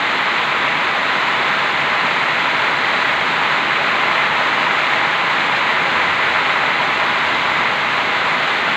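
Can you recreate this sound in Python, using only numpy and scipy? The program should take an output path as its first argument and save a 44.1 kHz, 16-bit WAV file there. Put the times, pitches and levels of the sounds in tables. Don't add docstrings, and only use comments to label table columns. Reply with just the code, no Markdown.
import sys
import numpy as np
from scipy import signal
from scipy.fft import rfft, irfft
from scipy.io import wavfile
from scipy.ndimage import uniform_filter1d, map_coordinates

SR = 44100
rng = np.random.default_rng(int(sys.argv[2]) if len(sys.argv) > 2 else 0)


def gain_from_db(level_db):
    decades = np.asarray(level_db, float) / 20
    return 10 ** decades


def to_wav(s):
    ch = np.atleast_2d(s).T
    pcm = np.round(np.clip(ch, -1, 1) * 32767)
    wavfile.write(sys.argv[1], SR, pcm.astype(np.int16))


N = 386316


def unit(x):
    return x / np.sqrt(np.mean(x ** 2) + 1e-20)


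def hiss():
    return rng.standard_normal(N)


def wobble(rate_hz):
    knots = rng.standard_normal(N // 100)
    return map_coordinates(knots, [np.arange(N) * rate_hz / SR])


def coloured(x, spectrum, peaks=()):
    size = 8192
    hz = np.fft.rfftfreq(size, 1 / SR)
    f, level = np.transpose(spectrum)
    db = np.interp(np.log(hz + 1), np.log(f), level)
    for centre, width, lift in peaks:
        db = db + lift * np.exp(-2 * ((hz - centre) / width) ** 2)
    cepstrum = irfft(np.log(gain_from_db(db)))
    cepstrum[1:size // 2] *= 2
    cepstrum[size // 2 + 1:] = 0
    response = irfft(np.exp(rfft(cepstrum)))
    return signal.fftconvolve(x, response)[:N]


def drops(count, scatter_db, blur_s):
    when, size = rng.random((count, 2)).T
    impact_power = gain_from_db(-2 * scatter_db * np.log(1 - 0.998 * size))
    power = np.bincount((when * N).astype(int), impact_power, N)
    t = np.arange(SR // 10) / SR
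    decay = gain_from_db(-120 * t / blur_s)
    envelope = np.sqrt(np.abs(signal.fftconvolve(power, decay)[:N]))
    return envelope * hiss()


def near_and_far(near, far_power):
    return unit(near) + np.sqrt(far_power) * hiss()


def patches(x, patchy_db):
    z = signal.stft(x, nperseg=512)[2]
    field = uniform_filter1d(rng.standard_normal(z.shape), size=6, axis=0)
    field = uniform_filter1d(field, size=12, axis=1)
    return signal.istft(z * gain_from_db(patchy_db * unit(field)), nperseg=512)[1][:N]


# time_s [s], level_db [dB]
POUR_STRENGTH = [
    (0.0, -0.6),
    (1.5, -0.27),
    (3.3, -0.1),
    (4.6, 0.65),
    (5.6, 0),
    (6.2, 0.55),
    (7.0, -0.3),
    (8.76, -0.5),
]


def downpour():
    time_s, level_db = np.transpose(POUR_STRENGTH)
    return np.interp(np.arange(N) / SR, time_s, level_db)


# pitch_hz [Hz], level_db [dB per Hz]
ROOF_COLOUR = [(200, -61), (400, -18.5), (550, -8.5), (740, -8), (1000, -1.5), (1800, -1.5), (2400, -3.5),
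               (3000, -11), (4500, -56), (6000, -96.5)]
# pitch_hz [Hz], width_hz [Hz], lift_db [dB]
PANEL_MODES = [(642, 89, 4.5), (821, 99, 5.5), (1001, 95, 3.5), (1274, 140, 1.5), (2050, 215, 3)]


def roof(pour_db, gust):
    near = drops(count=60000, scatter_db=2.0, blur_s=0.0052)
    impacts = patches(near_and_far(near, far_power=1.44), patchy_db=0.33)
    level_db = -17.0 + pour_db + 0.25 * gust
    return gain_from_db(level_db) * unit(coloured(impacts, ROOF_COLOUR, PANEL_MODES))


# pitch_hz [Hz], level_db [dB per Hz]
YARD_COLOUR = [(1200, -61), (2200, -8), (2900, -2), (3400, 0), (4050, -3), (4600, -13), (5600, -25.5),
               (6200, -21), (6750, -22), (7300, -21.5), (8000, -30.5), (9000, -38.5), (12000, -91)]


def yard(pour_db, gust):
    near = drops(count=40000, scatter_db=2.0, blur_s=0.0031)
    impacts = patches(near_and_far(near, far_power=1.6), patchy_db=0.23)
    level_db = -27.7 + 0.38 * pour_db + 0.39 * gust
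    return gain_from_db(level_db) * unit(coloured(impacts, YARD_COLOUR))


# start_s [s], level_db [peak dB]
EAVE_DRIPS = [(0.1481, -46.5), (0.6744, -48), (0.7327, -48), (1.041, -43), (1.6437, -48), (1.9669, -48),
              (2.148, -48), (2.8175, -46), (5.1078, -50), (6.318, -46), (6.4752, -50), (8.1668, -44.5),
              (8.3175, -47)]
# pitch_hz [Hz], level_db [dB per Hz]
SPRAY_COLOUR = [(5000, -51.5), (8000, -5), (9700, -2.5), (10600, -4), (11400, -1.5), (12500, -5.5),
                (13500, 0.5), (15500, -1), (17000, -5)]


def splashes():
    out = np.zeros(N + SR)
    t = np.arange(SR // 20) / SR
    for start_s, level_db in EAVE_DRIPS:
        burst = gain_from_db(level_db - 4 - 60 * t / 0.015) * rng.standard_normal(len(t))
        out[round(start_s * SR):][:len(t)] += burst
    return coloured(out, SPRAY_COLOUR)


def spray(pour_db, gust):
    near = drops(count=12000, scatter_db=3, blur_s=0.004)
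    impacts = near_and_far(near, far_power=4)
    level_db = -59.3 + 0.25 * pour_db + 0.55 * gust + 0.3 * wobble(30)
    return gain_from_db(level_db) * unit(coloured(impacts, SPRAY_COLOUR))


# pitch_hz [Hz], level_db [dB per Hz]
RUMBLE_COLOUR = [(40, -70), (90, -25), (118, -12), (140, -0.5), (200, -2), (280, 0), (305, -3.5),
                 (340, -0.5), (480, -1.5), (800, -15), (1500, -56)]


def rumble(pour_db):
    far = patches(rng.standard_normal(N + 512), patchy_db=-0.35)
    return gain_from_db(-31.5 + 0.59 * pour_db) * unit(coloured(far, RUMBLE_COLOUR))


# pitch_hz [Hz], level_db [dB per Hz]
DRONE_COLOUR = [(20, -29), (35, -27), (60, -13.5), (71, -9), (82, -0.5), (95, -5), (115, -0.5), (140, -12),
                (250, -60)]
# crest_s [s], lift_db [dB]
DISTANT_ROLLS = [
    (4.2, 3),
    (6.0, 6),
    (7.35, 5.5),
]


def deep():
    rise_s, fall_s = 0.12, 0.4
    t = np.arange(N) / SR
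    roll_db = np.zeros(N)
    for crest_s, lift_db in DISTANT_ROLLS:
        spread_s = np.where(t < crest_s, rise_s, fall_s)
        roll_db += lift_db * np.exp(-((t - crest_s) / spread_s) ** 2)
    return gain_from_db(-50 + roll_db) * unit(coloured(hiss(), DRONE_COLOUR))


def scene():
    pour_db = downpour()
    gust = wobble(16)
    near = roof(pour_db, gust) + yard(pour_db, gust) + splashes() + spray(pour_db, gust)
    return (near + rumble(pour_db) + deep())[None]


def low_pass(x):
    return signal.sosfilt(signal.butter(12, 15620, fs=SR, output="sos"), x)


def record(dry):
    top_hz = 15510
    spectrum = rfft(dry) * (np.fft.rfftfreq(N, 1 / SR) < top_hz)
    mix = irfft(spectrum, N)
    return low_pass(mix)


dry = scene()
out = record(dry)
to_wav(out)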